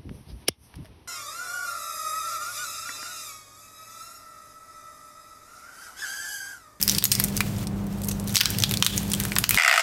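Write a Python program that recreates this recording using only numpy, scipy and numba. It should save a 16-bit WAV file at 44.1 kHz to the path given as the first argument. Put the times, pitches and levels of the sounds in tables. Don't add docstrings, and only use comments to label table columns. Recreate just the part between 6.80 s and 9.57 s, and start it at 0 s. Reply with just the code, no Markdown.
import sys
import numpy as np
from scipy import signal
from scipy.fft import rfft, irfft
from scipy.io import wavfile
from scipy.ndimage import uniform_filter1d, minimum_filter1d
from numba import njit

SR = 44100
rng = np.random.default_rng(int(sys.argv[2]) if len(sys.argv) > 2 else 0)


def voltage_ratio(decibels):
    exponent = np.asarray(decibels, float) / 20
    return 10 ** exponent


def put_to_file(sound):
    columns = np.atleast_2d(sound).T
    safe = np.clip(columns, -1, 1)
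    whole_steps = np.round(safe * 32767)
    wavfile.write(sys.argv[1], SR, whole_steps.astype(np.int16))


N = 122157

# t/s, peak level/dB, ring f/Hz, brightness/dB
FIRST_TEAR = [(0.0144, -2, 5300, 9), (0.0273, 2.5, 5030, 8.5), (0.035, 1, 5700, 14),
              (0.0783, -1.5, 5170, 1.5), (0.0889, -2.5, 5000, -10), (0.096, 0.5, 5510, -7),
              (0.11, -8.5, 4360, -4), (0.1155, -3.5, 5340, 4), (0.1225, -9.5, 4650, 4.5),
              (0.1343, -13, 6240, 8), (0.1487, -6, 4660, -2), (0.165, -16, 5430, -9),
              (0.1828, -6, 4830, 11), (0.185, 3, 5060, -1.5), (0.2251, -5.5, 3100, -7),
              (0.2402, 3, 6900, 9), (0.247, -7, 6100, -7), (0.2532, 1.5, 6850, -2), (0.317, 2, 5030, 9),
              (0.3197, 0.5, 8800, -12), (0.32, 1.5, 5150, -5), (0.3517, -2, 5430, 3.5),
              (0.3989, -2, 5170, 8.5), (0.4394, -2.5, 5870, 14.5), (0.445, -6, 7140, 5),
              (0.484, -17.5, 6440, 3), (0.5674, -6, 6160, 8)]
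PICKING = [(0.5754, -9, 5830, 1), (0.6058, -4, 2330, -5), (0.7841, -22, 7000, 1), (0.8704, -17.5, 5240, 0),
           (1.2381, -19, 7500, -10), (1.2459, -16.5, 6450, 14.5), (1.2722, -21, 7500, 20),
           (1.315, -13, 8000, -11), (1.3984, -18, 7700, 5), (1.4416, -26, 7000, 19),
           (1.4752, -15, 4350, 6.5), (1.4824, -14, 4780, 8), (1.4941, -18, 4000, 8),
           (1.5258, -17, 6720, 10), (1.5425, -11, 3380, 9), (1.548, -11, 4900, -5), (1.5567, 0.5, 5700, -6),
           (1.5676, 4, 4850, -8), (1.578, 1, 4760, -5), (1.5875, -2.5, 4830, -11),
           (1.6006, -2.5, 4690, -10), (1.6068, 0, 4800, -4)]
SECOND_TEAR = [(1.611, 2.5, 3330, -5), (1.634, -3, 4610, -3), (1.6568, 1, 3170, -14.5),
               (1.704, -8.5, 6040, 11), (1.7484, -18.5, 2630, -18), (1.786, -5, 4700, 0.5),
               (1.8019, -7.5, 6000, 3), (1.8229, -9, 5900, -13), (1.8369, 0.5, 3410, -7.5),
               (1.8936, -11, 7000, -3), (1.9117, -4, 3480, -0.5), (1.9204, -13.5, 2630, 5),
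               (1.939, -7.5, 3380, -0.5), (1.972, -6.5, 4470, 1.5), (2.0248, 2.5, 3060, -21),
               (2.0403, -14, 2450, -4), (2.0474, -2.5, 6400, 2), (2.054, -9, 6240, -5),
               (2.0644, 2, 3550, -2.5), (2.164, -13, 2500, 15)]
LAST_TEAR = [(2.178, -2.5, 6500, -10), (2.2316, -18, 3320, 8), (2.3005, -18, 7040, 8),
             (2.3174, -10, 6300, -10), (2.3349, -3, 6600, 5), (2.3389, -10, 3200, -11),
             (2.3489, -10, 7800, -2), (2.4005, -7, 5850, 4), (2.4041, -13.5, 1920, -4),
             (2.4371, -10, 7900, -12), (2.4518, -10, 1740, 2), (2.5197, -10.5, 2240, -11.5),
             (2.5554, -12, 5990, 9), (2.5636, -4.5, 2380, -30), (2.585, -0.5, 9100, 0.5),
             (2.6377, -16, 7920, 0), (2.6406, 3, 2970, -7.5), (2.692, 0.5, 7300, 12),
             (2.7083, 0.5, 2160, 6), (2.745, -2.5, 3180, -1), (2.754, -9.5, 3250, 5)]
# t/s, peak level/dB, ring f/Hz, brightness/dB
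MORE_CRACKS = [(0.326, -10, 5500, 0), (0.3922, -15, 4800, 0), (0.4008, -10, 1090, 2), (0.403, -14, 4500, 0),
               (1.0412, -35, 8000, 6), (1.0676, -29, 6000, 6), (1.127, -29.5, 5130, -3),
               (1.1375, -33, 7000, 4), (1.1755, -35, 8000, 10), (1.185, -33, 8000, 8),
               (1.2178, -23, 8000, 0), (1.235, -21, 8000, 0), (1.255, -24.5, 9000, 7),
               (1.2856, -12.5, 6140, 8), (1.2876, -12, 6230, 1), (1.2894, -12.5, 2480, 11),
               (1.2945, -19, 6000, 2), (1.311, -24, 3000, -2), (1.5547, -9, 2480, -7),
               (1.5585, -6, 4500, -9), (1.561, -4, 6500, -4), (1.5713, 0, 5000, -3), (1.6142, -9, 1860, -4),
               (1.675, -22, 8000, 6), (1.772, -22, 4300, 0), (2.0005, -18, 7170, 4), (2.0253, -6, 1650, -14),
               (2.173, -12, 3000, 5), (2.279, -26, 7000, 6), (2.41, -13.5, 1500, -1.5),
               (2.484, -20, 8880, 4), (2.513, -25, 9000, 7), (2.531, -21, 8000, 5), (2.5653, -10, 1100, -15),
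               (2.5859, -6.5, 1300, -10), (2.601, -21, 7500, 3), (2.6928, -7, 1800, -6)]
# t/s, level/dB
RUB = [(0, -29.5), (.3, -41), (.5, -41.5), (.84, -43), (.86, -57), (1.0, -53.5), (1.2, -52), (1.29, -49),
       (1.36, -52.5), (1.46, -50), (1.5, -41), (1.7, -42), (2.01, -40.5), (2.1, -38), (2.25, -41.5),
       (2.5, -39.5), (2.685, -45), (2.77, -26.5)]
# f/Hz, density/dB
RUB_SPECTRUM = [(800, -13), (1500, -0.5), (2200, 0.5), (6000, -3), (12500, -3.5), (16500, -6.5)]
# t/s, fade/s, f/Hz, level/dB
SCRAPES = [(0.316, 0.018, 8640, -14), (1.283, 0.0066, 6150, -20), (1.311, 0.014, 6300, -30.5),
           (1.47, 0.054, 6100, -38.5), (1.556, 0.089, 5430, -23.5), (1.91, 0.026, 103, -31),
           (2.065, 0.054, 3360, -24.5), (0.322, 0.043, 5400, -26.5), (0.322, .06, 2120, -30.5),
           (2.645, 0.025, 6440, -26), (2.71, 0.064, 2500, -28.5), (1.6, 0.058, 1630, -26)]
# f/Hz, level/dB rms
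HUM = [(100, -38.5), (171, -42), (200, -34), (301, -51.5), (400, -54)]
# f/Hz, density/dB
AIR_SPECTRUM = [(28, -28), (52, 3.5), (78, -12.5), (150, -3.5), (260, -11), (950, -22.5), (2500, -36.5),
                (4800, -44), (16500, -52)]

SNAP_S, SPLIT_S, SPLIT_DB, SPLIT_GRAIN = 0.00074, 0.004, -12.5, 0.7
FIRST_BREAK = 2.71
RING_Q, BODY_HZ, BODY_DB, BRIGHT_HZ = 8.3, 3620, -6.5, 10790
THUD_HZ, THUD_DB, THUD_DB_PER_OCTAVE = 1580, -20, 7
LOUD_FROM_DB, LOUD_GAIN = -3, 1.56
TICKS_PER_S, TICK_DB, TICK_SPREAD_DB = 180, 5.5, 4.5
RUB_FLUTTER_DB, GRIT_DB = 1.2, 3
BOARD_T60_S, BOARD_DB = 0.12, -12.5
ROOM_T60_S, ROOM_DB, ROOM_HZ = 0.56, -24, 3060
AIR_DB, MOTOR_HZ, MOTOR_WIDTH_HZ, MOTOR_DB = -35, 116, 53, -35
CEILING_DB, RELEASE_S, START_DB = -0.26, 0.07, 9.5
NOTCH_HZ, NOTCH_Q, NOTCH_SHARE = 10400, 10, 0.5
TOP_HZ, CLICK_TOP_HZ, CLICK_RISE = 15850, 16750, 9.0


def resonance(f_hz, centre_hz, q):
    r = f_hz / centre_hz
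    return 1j * r / q / (1 - r ** 2 + 1j * r / q)


def level(x, db):
    return x * voltage_ratio(db) / np.sqrt(np.mean(x ** 2))


def filtered_noise(response):
    return irfft(rfft(rng.standard_normal(N)) * response, N)


def coloured(spectrum):
    s = np.array(spectrum, float)
    f_hz = np.arange(N // 2 + 1) * SR / N + 1
    db = np.interp(np.log(f_hz), np.log(s[:, 0]), s[:, 1], left=-60)
    return filtered_noise(voltage_ratio(db))


def walk(rate_hz):
    k = int(SR / rate_hz)
    steps = np.repeat(rng.standard_normal(N // k + 1), k)
    return 2.16 * uniform_filter1d(uniform_filter1d(steps, k), k)[:N]


def snaps(rows, size=1024):
    t, f_hz = np.arange(size) / SR, np.arange(size // 2 + 1) * SR / size
    start_s, peak_db, ring_hz, bright_db = (rows[:, i:i + 1] for i in range(4))
    chance = rng.standard_normal((len(rows), 3, size))
    chance[:, :2, 9] += FIRST_BREAK * np.sign(chance[:, :2, 9])

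    grain = np.exp(SPLIT_GRAIN * 3.91 * uniform_filter1d(chance[:, 2], size=12) - SPLIT_GRAIN ** 2)
    snap_s = SNAP_S * voltage_ratio(np.clip(peak_db, -16, 0) / 2)
    split = voltage_ratio(SPLIT_DB) * np.exp(-t / SPLIT_S) * np.minimum(grain, 2)
    burst = (np.exp(-t / snap_s) + split) * np.clip(t / 0.00027, 0, 1)

    flake = resonance(f_hz, ring_hz, RING_Q)
    body = voltage_ratio(BODY_DB) * resonance(f_hz, np.sqrt(BODY_HZ * ring_hz), 0.58) ** 2
    thud_db = THUD_DB + THUD_DB_PER_OCTAVE * np.log2(5000 / ring_hz)
    thud = voltage_ratio(thud_db) * resonance(f_hz, THUD_HZ, 0.79) ** 2
    edge = voltage_ratio(bright_db - 4.5) * resonance(f_hz, BRIGHT_HZ, 1.72) ** 2

    low = rfft(burst * chance[:, 0]) * (flake + body + thud)
    high = rfft(burst * chance[:, 1]) * edge
    wave = irfft(low + high, size)
    wave *= voltage_ratio(peak_db) / np.abs(wave).max(axis=1, keepdims=True)
    out = np.zeros(N + size)
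    np.add.at(out, (start_s * SR).astype(int) + np.arange(size), wave)
    return out[:N]


def cracks():
    rows = np.concatenate([np.array(r, float) for r in (FIRST_TEAR, PICKING, SECOND_TEAR, LAST_TEAR, MORE_CRACKS)])
    rows[:, 1] += LOUD_GAIN * np.clip(rows[:, 1] - LOUD_FROM_DB, 0, 8)
    return snaps(rows)


def rubbing():
    rub_s, rub_db = np.array(RUB, float).T
    u = rng.random((int(TICKS_PER_S * N / SR), 4))
    tick_s = u[:, 0] * N / SR
    tick_db = np.interp(tick_s, rub_s, rub_db) + TICK_DB - TICK_SPREAD_DB * np.log(u[:, 1] + 0.14)
    ticks = np.stack([tick_s, tick_db, 2500 + 5000 * u[:, 2], 12 * u[:, 3] - 6], axis=1)
    hiss_db = np.interp(np.arange(N) / SR, rub_s, rub_db) + RUB_FLUTTER_DB * walk(39.8)
    return snaps(ticks) + level(coloured(RUB_SPECTRUM), 0) * voltage_ratio(hiss_db)


def scrapes():
    t, f_hz = np.arange(N) / SR, np.arange(N // 2 + 1) * SR / N
    out = np.zeros(N)
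    for start_s, fade_s, hz, db in SCRAPES:
        noise = filtered_noise(resonance(f_hz, hz, 4.8) ** 2 + 0.33 * resonance(f_hz, hz, 0.29) ** 2)
        grit = voltage_ratio(GRIT_DB * np.clip(walk(300), -3, 1.5))
        after_s = t - start_s
        fade = np.clip(after_s / 0.0023, 0, 1) * np.exp(-np.abs(after_s) / fade_s)
        out += level(noise * grit, db) * fade
    return out


def echoes(x):
    size = 30000
    t, f_hz = np.arange(size) / SR, np.arange(size // 2 + 1) * SR / size

    def decay(t60_s):
        return rng.standard_normal(size) * voltage_ratio(-60 * t / t60_s) * np.clip(t / 0.0036, 0, 1)

    def unit_energy(h):
        return h / np.sqrt(np.sum(h ** 2))

    board = decay(BOARD_T60_S)
    room = irfft(rfft(decay(ROOM_T60_S)) * (0.38 + resonance(f_hz, ROOM_HZ, 0.47)))
    response = voltage_ratio(BOARD_DB) * unit_energy(board) + voltage_ratio(ROOM_DB) * unit_energy(room)
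    return signal.fftconvolve(x, response)[:N]


def fridge():
    t, f_hz = np.arange(N) / SR, np.arange(N // 2 + 1) * SR / N
    lines = np.zeros(N)
    for hz, db in HUM:
        cycles = hz * t + 0.044 * walk(5.39) + rng.random()
        lines += np.sqrt(2) * voltage_ratio(db + 1.17 * walk(5.88)) * np.sin(2 * np.pi * cycles)
    motor = filtered_noise(resonance(f_hz, MOTOR_HZ, MOTOR_HZ / MOTOR_WIDTH_HZ) ** 2)
    return lines + level(motor * voltage_ratio(1.5 * walk(5.0)), MOTOR_DB)


def kitchen_air():
    return level(coloured(AIR_SPECTRUM), AIR_DB)


def scene():
    near = cracks() + rubbing() + scrapes()
    return (near + echoes(near) + fridge() + kitchen_air())[None]


@njit
def limit(x, ceiling, release, envelope):
    gain = np.empty(len(x))
    for i in range(len(x)):
        envelope = max(x[i], envelope * release)
        gain[i] = min(1., ceiling / (envelope + 1e-9))
    return gain


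def limiter(x):
    release = float(np.exp(-1 / (RELEASE_S * SR)))
    gain = limit(np.abs(x[0]), float(voltage_ratio(CEILING_DB)), release, float(voltage_ratio(START_DB)))
    return x * uniform_filter1d(minimum_filter1d(gain, size=65), size=33)


def low_pass(x, hz):
    return signal.sosfiltfilt(signal.ellip(12, 0.1, 60, hz, fs=SR, output="sos"), x)


def click_top(x):
    low = low_pass(x, TOP_HZ)
    top = low_pass(x, CLICK_TOP_HZ) - low
    calm = uniform_filter1d(top ** 2, size=64) < CLICK_RISE * uniform_filter1d(top ** 2, size=2048)
    gate = uniform_filter1d(1 - minimum_filter1d(calm * 1., size=400), size=256)
    return low + gate * top


def top_cut(x):
    return signal.sosfilt(signal.butter(12, 16830, fs=SR, output="sos"), x)


def record(dry):
    notched = signal.lfilter(*signal.iirnotch(NOTCH_HZ, NOTCH_Q, fs=SR), dry)
    x = notched * NOTCH_SHARE + dry * (1 - NOTCH_SHARE)
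    mix = click_top(limiter(x))
    return top_cut(mix)


dry = scene()
out = record(dry)
put_to_file(out)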